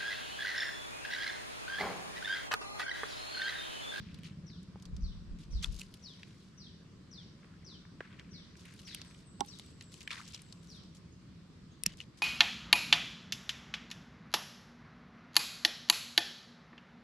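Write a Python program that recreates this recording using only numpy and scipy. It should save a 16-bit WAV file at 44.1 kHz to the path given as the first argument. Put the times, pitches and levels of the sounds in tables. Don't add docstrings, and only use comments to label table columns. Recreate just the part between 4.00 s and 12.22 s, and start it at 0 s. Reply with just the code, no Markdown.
import sys
import numpy as np
from scipy import signal
from scipy.fft import rfft, irfft, next_fast_len
from scipy.io import wavfile
from scipy.ndimage import uniform_filter1d, map_coordinates

SR = 44100
rng = np.random.default_rng(int(sys.argv[2]) if len(sys.argv) > 2 else 0)


def to_wav(sig):
    pcm = np.clip(np.atleast_2d(sig), -1, 1) * 32767
    pcm = np.round(pcm).astype(np.int16)
    wavfile.write(sys.argv[1], SR, pcm.T)


N = 362502


def amp(db):
    return 10 ** (np.asarray(db) / 20)


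def unit(x):
    return x / np.sqrt(np.mean(x ** 2) + 1e-20)


def peak(x):
    return x / np.abs(x).max()


def along(points, hz):
    f, v = np.transpose(points)
    return np.interp(np.log(hz + 1), np.log(f + 1), v)


def curves(rows):
    s, *cols = np.transpose(rows)
    return [np.interp(np.arange(N) / SR, s, c) for c in cols]


def wobble(rate):
    knots = rng.standard_normal(int(N * rate / SR) + 4)
    return map_coordinates(knots, [np.arange(N) * rate / SR])


def filtered(x, response):
    n = x.shape[-1]
    m = next_fast_len(n + 4096)
    return irfft(rfft(x, m) * response(np.fft.rfftfreq(m, 1 / SR)), m)[..., :n]


def modes(table, notched=False):
    def response(f):
        total = 0
        for k, (centre, width, db) in enumerate(table):
            sign = 1 if notched else (-1) ** k
            damping = 1j * f * width
            total = total + sign * amp(db) * damping / (centre * centre - f * f + damping)
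        return total
    return response


def pair(alike):
    a, b = rng.standard_normal((2, N))
    u = np.arccos(np.clip(alike, 0, 1)) / 2
    return np.array([np.cos(u) * a + np.sin(u) * b, np.cos(u) * a - np.sin(u) * b])


def add(out, s, sound, pan_db=0):
    i = round(s * SR)
    sound = np.atleast_2d(sound)[:, max(-i, 0):N - i]
    first = max(i, 0)
    out[:, first:first + sound.shape[1]] += sound * amp([[pan_db / 2], [-pan_db / 2]])


def burst(t60, lead_s, alike, snap=6):
    t = np.arange(-1024, 3072) / SR
    a, b = rng.standard_normal((2, len(t)))
    noise = np.array([a, alike * a + np.sqrt(1 - alike ** 2) * b])
    noise[0, 1025] = noise[1, 1024] = snap
    shape = np.where(t < 0, np.exp(t / lead_s), amp(-60 * t / t60))
    return noise * shape, -t[0]


def shears():
    # (none below 4 kHz, in full from 12 kHz)
    snips = [(1.628, -36, 0.00026, 0.04, 4460, 6, 2880, 4, -11, -15),
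             (1.6385, -34, .0005, .008, 4100, 6, 1300, 6, -6, -10),
             (1.645, -19, 0.002, 0.0035, 3480, 11, 1430, 3, 4, -10),
             (1.8165, -29.5, 0.0056, 0.0033, 2800, 12, 7030, -2, -2, -4),
             (7.8361, -15.5, .00015, 0.007, 4080, 3, 8830, 9, 3.5, 2),
             (7.8614, -17, .0003, .004, 2600, 8, 2330, 0, 5, -14),
             (7.863, -29, .003, 0.022, 2500, 4, 1850, 6, 6, -14),
             (7.8637, -5, 0.0001, .003, 5500, 4, 7450, 2, -1, 6),
             (8.0035, -29.5, 0.00041, 0.01, 2750, 9, 4330, -22, 6.5, -15)]
    # centre in Hz, width in Hz, level in dB
    steel = [(2080, 130, -4), (2610, 140, 1), (2950, 150, -4), (3460, 220, -2), (4080, 200, -3),
             (4450, 160, -2), (5540, 400, -1), (6985, 150, 1), (7560, 350, -5), (8800, 250, -11),
             (10400, 1100, -5), (13000, 500, -16)]
    # time in seconds, level in dB, pitch in Hz, t60 in seconds
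    thump = (7.8685, -32, 185, .07)
    out = np.zeros((2, N))
    for s, db, lead_s, t60, hz, wood_db, second_hz, second_db, pan_db, treble_db in snips:
        puff, early = burst(t60, lead_s, alike=1.0)
        ring = filtered(puff, modes(steel, notched=True))
        wood = [(hz, .11 * hz, wood_db), (second_hz, .05 * second_hz, second_db)]
        crack = filtered(puff, modes(wood, notched=True))

        def small_parts(f):
            no_bass = (1j * f / (1100 + 1j * f)) ** 3
            return no_bass * amp(treble_db * np.clip(f / 8000 - .5, 0, 1))
        thin = filtered(ring + crack, small_parts)
        add(out, s - early, amp(db) * peak(thin), pan_db)
    s, db, hz, t60 = thump
    t = np.arange(SR // 8) / SR
    add(out, s, amp(db - 60 * t / t60) * np.sin(2 * np.pi * hz * t))
    return out


def spring():
    # start in seconds, end in seconds, rms level in dB
    rattles = [(1.806, 1.843, -65), (7.88, 7.93, -62), (7.995, 8.02, -53)]
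    # centre in Hz, width in Hz, level in dB
    coil = [(2965, 56, 6.5), (2000, 250, -5)]
    out = np.zeros((2, N))
    for start, end, db in rattles:
        noise = rng.standard_normal(round((end - start) * SR))
        buzz = filtered(noise * signal.windows.tukey(len(noise), .6), modes(coil))
        add(out, start, amp(db) * unit(buzz))
    return out


def twigs():
    # time in seconds, level in dB, centre in Hz, treble in dB, t60 in seconds
    ticks = [(.055, -57, 2000, -30, 0.013), (0.144, -45.5, 3270, -11.5, 0.028),
             (0.188, -52, 2340, -10, 0.022), (0.234, -45, 3040, -9, 0.013),
             (0.501, -52.5, 2300, -30, 0.018), (0.63, -62.5, 6840, -35, .03),
             (.799, -55.5, 4100, -27, 0.022), (.824, -51, 5400, -20, 0.031),
             (0.854, -47.5, 4570, -23, 0.034), (0.9657, -49, 4530, -28, 0.025),
             (1.7255, -56, 3980, 2, .012), (1.7447, -42, 4700, -2, .005), (1.7637, -50, 5600, -14, 0.031),
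             (1.796, -38, 5600, -12, 0.0091), (1.94, -46, 4060, -5, 0.032),
             (2.232, -39.5, 2600, -55, 0.022), (3.4447, -44, 1400, -40, 0.016),
             (3.852, -48, 1500, -40, .015), (4.006, -32.5, 1370, -55, 0.031),
             (4.196, -36.5, 2670, -24, 0.013), (4.555, -49.5, 1560, -26, 0.016),
             (4.568, -58, 5760, -16, .015), (4.595, -53, 4020, -15, 0.015), (4.654, -46, 2300, -12, 0.038),
             (4.688, -55, 2950, -17, .02), (4.739, -50.5, 2430, -4.5, 0.014),
             (4.792, -47, 3230, -14, 0.017), (4.8043, -59, 5000, 1, .012), (4.817, -54, 6000, -8, 0.011),
             (4.876, -46.5, 2980, -9, .025), (4.9472, -31.5, 3240, -2, 0.016),
             (5.016, -36.5, 3900, -14.5, 0.017), (5.049, -52, 2500, -4, 0.0088),
             (5.111, -50, 2320, -20, 0.017), (5.147, -46, 2500, -21, 0.014), (5.203, -60, 4030, -8, .012),
             (5.4071, -28, 3440, -12.5, 0.016), (5.448, -49, 3530, -9, 0.017), (5.462, -55, 8100, -5, .012),
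             (5.4849, -51, 5330, -13, .02), (5.588, -45, 5900, -16, .012), (5.5965, -37.5, 3550, -8, 0.016),
             (5.662, -58, 7000, -10, .012), (5.81, -39.5, 3770, -30, 0.014), (5.824, -51, 6500, -22, 0.015),
             (5.941, -44.5, 5600, -18, 0.016), (6.007, -47, 5000, -13, .015),
             (6.017, -43.5, 3900, -20, 0.018), (6.03, -51, 6500, -15, 0.018),
             (6.076, -29, 2220, -21.5, 0.02), (6.1062, -31.5, 2160, -21, 0.033),
             (6.1125, -32, 2860, -27, 0.031), (6.156, -46, 3960, -16, 0.016),
             (6.2145, -42, 1560, -22, 0.032), (6.278, -45, 5070, -20, 0.03), (6.304, -58, 7000, -10, 0.011),
             (6.323, -48, 6010, -19, 0.011), (6.336, -45, 5000, -14, .01), (6.346, -37, 4150, -31, 0.032),
             (6.419, -47.5, 7720, -20, .015), (6.5254, -42.5, 4320, -36, 0.022),
             (6.702, -52, 5050, -14, .015), (6.8357, -53, 4168, -28, .02), (6.969, -56, 5200, -16, 0.018),
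             (7.972, -53, 6360, -29, .02)]
    break_size = 3.7
    body_db = -13.5
    out = np.zeros((2, N))
    for s, db, hz, treble_db, t60 in ticks:
        puff, early = burst(t60, lead_s=0.00005, alike=0.48, snap=break_size)
        puff /= np.sqrt(np.sum(puff ** 2) / (t60 * SR))

        def colour(f):
            pitch = modes([(hz, 1.2 * hz, 0)])(f) ** 3
            body = amp(body_db) * modes([(900, 1400, 0)])(f) ** 2
            treble = amp(treble_db) * modes([(9500, 5000, 0)])(f) ** 2
            return pitch + body + treble
        add(out, s - early, amp(db) * filtered(puff, colour), pan_db=0.5)
    return out


def knocks():
    # time in seconds, level in dB, left over right in dB, freedom to ring 0-1, crack over level in dB
    hits = [(0.7582, -46.5, -4, 0.4, -25), (4.007, -42, -8, 0.07, -38), (5.397, -52, -23, 0.8, -20),
            (5.4087, -26.5, -22, 1, 7)]
    # pitch in Hz, level in dB, t60 in seconds when fully free
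    tones = [(817, -6, 0.07), (841, -7, 0.059), (918, -2.5, 0.031), (1080, -15.5, 0.058),
             (1370, -15, 0.022), (381, -6, 0.027), (289.2, -14.5, 0.067)]
    # centre in Hz, width in Hz, level in dB
    thud_body = [(391, 400, 0)]
    out = np.zeros((2, N))
    t = np.arange(SR // 6) / SR
    for s, db, pan_db, free, crack_db in hits:
        puff, early = burst(0.0053, lead_s=0.000075, alike=0.97)
        crack = peak(filtered(puff, modes([(5800, 390, -1.0), (9000, 600, -10.5)])))
        add(out, s - .0018 - early, amp(db + crack_db) * crack, -2.5)
        ring = sum(amp(level - 60 * t / (free * t60)) * np.sin(2 * np.pi * hz * t) for hz, level, t60 in tones)
        onset = 1 - np.exp(-t / (free * 0.002))
        add(out, s, amp(db) * ring * onset, pan_db)
        thud = peak(filtered(puff, lambda f: modes(thud_body)(f) ** 2))
        thud_db = 4 * (1.5 - 2 * free)
        add(out, s - early, amp(db + thud_db) * thud)
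    return out


def grit(rate, spread_db, cycles):
    draw = rng.random((int(rate * N / SR), 5))
    hz = 900 * 14 ** draw[:, 1:2]
    size = amp(-spread_db * np.log(1.01 - draw[:, 2:3]))
    t = np.arange(160) / SR
    spot = (draw[:, :1] * N).astype(int) + np.arange(len(t))
    life = size * np.exp(-t * hz / cycles) * np.sqrt(hz / 3000)
    ports = [life * np.sin(2 * np.pi * hz * t + 1.6 * draw[:, k:k + 1]) for k in (3, 4)]
    return unit(np.array([np.bincount(spot.ravel(), p.ravel())[:N] for p in ports]))


def drag():
    # start in seconds, length in seconds, rms level in dB, centre in Hz
    strokes = [(0, 0.35, -66.5, 2540), (0.239, 0.059, -59, 3200), (0.78, 0.089, -78, 1120),
               (1.386, 0.073, -65, 3760), (1.503, 1.01, -69, 4320), (1.623, 0.031, -50, 4260),
               (1.63, 0.041, -55, 1300), (1.647, 0.031, -63, 3600), (1.717, 0.13, -64, 4520),
               (1.786, 0.019, -58, 6540), (2.125, 0.24, -71, 2760), (3.424, 0.32, -72, 1380),
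               (4.013, 0.21, -62, 1700), (4.2, 0.42, -72, 1990), (4.564, 0.67, -65.5, 4340),
               (4.645, 0.12, -62.5, 2300), (4.785, 0.051, -69, 3730), (4.869, 0.11, -57.5, 3080),
               (4.969, 0.2, -64, 2100), (5.433, 0.28, -69, 4130), (5.46, 1.45, -73.5, 4200),
               (5.806, 0.035, -62.5, 2750), (5.916, 0.12, -63.5, 4720), (6.005, 0.028, -60.5, 3350),
               (6.087, 0.12, -57, 2380), (6.105, 0.13, -49.5, 1600), (6.108, 0.1, -52, 3420),
               (6.195, 0.16, -60, 3400), (6.28, 0.019, -66, 5330), (6.332, 0.057, -58.5, 3680),
               (6.384, 0.21, -71, 3350), (6.624, 0.16, -70, 4944), (6.945, 0.045, -67, 5210),
               (7.858, 0.1, -59.5, 3420), (7.977, 0.066, -59.5, 3530), (8.171, 0.045, -63.5, 5000)]
    grip_s, let_go_s = 0.003, .02
    fade_db = 5.5
    out = np.zeros((2, N))
    rough = grit(1500, 3.4, cycles=3.2) + 1.35 * pair(0.19)
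    rough = rough * amp(1.4 * wobble(45) + 2.4 * wobble(220))
    for start, length, db, hz in strokes:
        piece = rough[:, max(round(start * SR), 0):round((start + length + .04) * SR)]
        t = np.arange(piece.shape[1]) / SR
        attack = 1 - np.exp(-t / grip_s)
        release = np.exp(-np.maximum(t - length + let_go_s, 0) / let_go_s)
        shape = attack * amp(-fade_db * t / length) * release

        def colour(f):
            no_bass = (1j * f / (650 + 1j * f)) ** 2
            return modes([(hz, 1.6 * hz, 0)])(f) ** 3 * no_bass
        add(out, start, amp(db) * unit(filtered(piece * shape, colour)), pan_db=2.0)
    return out


def echo(x, wet_db):
    # frequency in Hz, t60 of the scrub in seconds
    scrub = [(500, 0.49), (3000, 0.5), (6000, 0.89), (8000, 0.99)]
    hz, t, z = signal.stft(rng.standard_normal((2, SR // 2)), SR, nperseg=256)
    clumps_db = 1.2 * unit(uniform_filter1d(rng.standard_normal(len(t)), size=4))
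    decay_db = -60 * t / along(scrub, hz)[:, None]
    tail = signal.istft(z * amp(clumps_db + decay_db), SR, nperseg=256)[1]
    return amp(wet_db) * signal.fftconvolve(x, tail / np.linalg.norm(tail[0]), axes=1)


def bird(shape, calls, wet_db, pan_db, blur=1):
    # delay in seconds (before its random stretch), level in dB at blur 1
    ground = [(.0025, -5), (.0065, -6), (.012, -7)]
    out = np.zeros((2, N))
    s, hz, db = np.transpose(shape)
    t = np.arange(int(s[-1] * SR)) / SR
    edge = np.clip(np.minimum(t, s[-1] - t) / 0.0013, 0, 1)
    flutter_db = blur * (4 * wobble(160) + 2.2 * wobble(70))
    paths = [(0, -2.5)] + [(delay_s, level / blur) for delay_s, level in ground]
    for start, level_db, *share in calls:
        now = round(abs(start) * SR) + np.arange(len(t))
        pitch = np.interp(t, s, hz) * np.prod(share) * rng.normal(1, 0.00276)
        phase = 2 * np.pi * np.cumsum(pitch) / SR
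        tones = np.sin([phase, phase + rng.uniform(-3.7, 3.04)])
        note = amp(level_db + np.interp(t, s, db)) * edge * tones
        for delay_s, path_db in paths:
            heard = note * amp(flutter_db[now] + path_db)
            add(out, start + delay_s * rng.uniform(0.79, 1.4), heard, pan_db)
        add(out, start + 0.0041, echo(note, wet_db))
    return out


def birds():
    # time in seconds, pitch in Hz (before a call's share), level in dB over that of the call
    whistle, trill, chip, peep = [(0, 6050, 0.5), (.018, 5590, 5.5), (.03, 4800, 8.5), (.045, 4170, 6.5),
                                  (.065, 3730, 5), (.09, 3330, 0), (.122, 2900, -5)], [(0, 8270, 3), (.012, 8200, 5), (.035, 7870, 6),
                                                   (.062, 7510, 3)], [(0, 6680, 4), (.015, 6360, 0.5)], [(0, 2235, 5),
                                                                                (.07, 2205, 5),
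                                                                                (.085, 2150, 0),
                                                                                (.1, 1950, 2),
                                                                                (.125, 1870, 1)]
    # start in seconds, level in dB
    whistles, chips = [(-.07, -68.5), (0.461, -67.5), (1.008, -66), (1.509, -63.5), (2.022, -62.5),
                       (2.576, -64), (3.109, -63), (3.645, -62.5), (4.307, -63.5), (4.846, -59.5),
                       (5.478, -65.5), (6.68, -63.5)], [(7.122, -72.5), (7.715, -72)]
    # start in seconds, level in dB, pitch as a share of the glide
    trills, peeps = [(5.04, -72.5, 1.025), (5.256, -70.5, 1), (5.447, -72.5, .995), (5.632, -72, .98),
                     (5.826, -71.5, .98), (6.018, -72, .97), (6.218, -72.5, .97), (6.428, -73, .965)], [(4.335, -75.5, 1), (4.338, -83, .89)]
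    return (bird(whistle, whistles, wet_db=5.1, pan_db=7.6)
            + bird(trill, trills, wet_db=3, pan_db=2.4, blur=.5)
            + bird(chip, chips, wet_db=1.29, pan_db=0.13)
            + bird(peep, peeps, wet_db=2, pan_db=.1, blur=.5))


def engine():
    # time in seconds, level in dB
    levels = [(0, -47), (.6, -50.5), (1.4, -51.5), (2.2, -61), (3, -58.5), (4.3, -56), (5.3, -58.5),
              (6, -64.5), (6.8, -55.5), (7.7, -59), (8.22, -65)]
    # centre in Hz, width in Hz, level in dB
    pipe = [(74, 52, -6.5), (177.2, 25, 6.5), (314, 36, -20.5)]
    firings_per_s = 16.3
    uneven = .1
    db, = curves(levels)
    rate = firings_per_s * (1 + uneven * wobble(1.2) + 0.0296 * wobble(5.4))
    turn = np.cumsum(rate) / SR % 1
    gate = turn * np.exp(-turn / 0.22)
    push = np.exp(-turn / 0.067)
    rush = gate * filtered(pair(.9), lambda f: f < 600)
    puff = (rush + .06 * push) * amp(1.2 * wobble(15))
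    piped = filtered(puff, modes(pipe))
    return amp(db) * unit(filtered(piped, modes([(163, 440, 0)])))


def wind():
    # time in seconds, peak level in dB before the tilt to the left
    eddies = [(.94, -38.5), (1.041, -37), (1.17, -49.5), (1.32, -43), (1.553, -34), (1.69, -38.5),
              (7.87, -61)]
    # frequency in Hz, relative density in dB per Hz
    spectrum = [(8.8, -48), (18, -4.5), (38, 3), (62, -2.5), (120, -13.5), (200, -18), (260, -41),
                (440, -120)]
    calm_db, swell_db_per_s, ebb_db_per_s = -75.5, 321, 173
    t = np.arange(N) / SR
    gain = amp(calm_db)
    for s, db in eddies:
        gain = gain + amp(db + np.minimum(swell_db_per_s * (t - s), ebb_db_per_s * (s - t)))
    lumps = amp(1.4 * np.array([wobble(11.0), wobble(47)]))
    rumble = filtered(pair(0.51), lambda f: amp(along(spectrum, f)))
    return gain * amp([[3.5], [.5]]) * unit(lumps * rumble)


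def air():
    # frequency in Hz, relative density in dB per Hz
    spectrum = [(15, -47), (25, -31), (70, -3), (175, -1.5), (344, -10.5), (840, -27), (1040, -20.5),
                (2480, -27), (4870, -26.5), (6560, -34.5), (8140, -34.5), (9320, -43.5), (12200, -48.5),
                (13600, -45), (16000, -74)]
    # frequency in Hz, left-right likeness
    likeness = [(60, 1), (130, 0.92), (290, 0.82), (640, 0.43), (1400, 0.43), (3000, 0.12), (7000, 0.0042)]
    z = signal.stft(rng.standard_normal((2, N)), nperseg=512)[2]
    field = uniform_filter1d(rng.standard_normal(z.shape[1:]), 6, 0)
    field = uniform_filter1d(field, 14, 1)
    noise = signal.istft(z * amp(1.3 * unit(field)), nperseg=512)[1][:, :N]

    def mid_side(f):
        turn = np.arccos(np.clip(along(likeness, f), -1, 1)) / 2
        return amp(along(spectrum, f)) * [np.cos(turn), np.sin(turn)]
    mid, side = filtered(noise, mid_side)
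    return amp(-57) * unit(np.array([mid + side, mid - side]))


def scene():
    near = shears() + spring() + twigs() + knocks() + drag()
    return near + birds() + engine() + wind() + air()


def record(dry):
    # frequency in Hz, gain in dB
    mic = [(20, 0.5), (11000, -1.5), (13500, -8), (16400, -21)]
    top_hz = 16400
    return filtered(dry, lambda hz: amp(along(mic, hz)) * (hz < top_hz))


dry = scene()
out = record(dry)
to_wav(out)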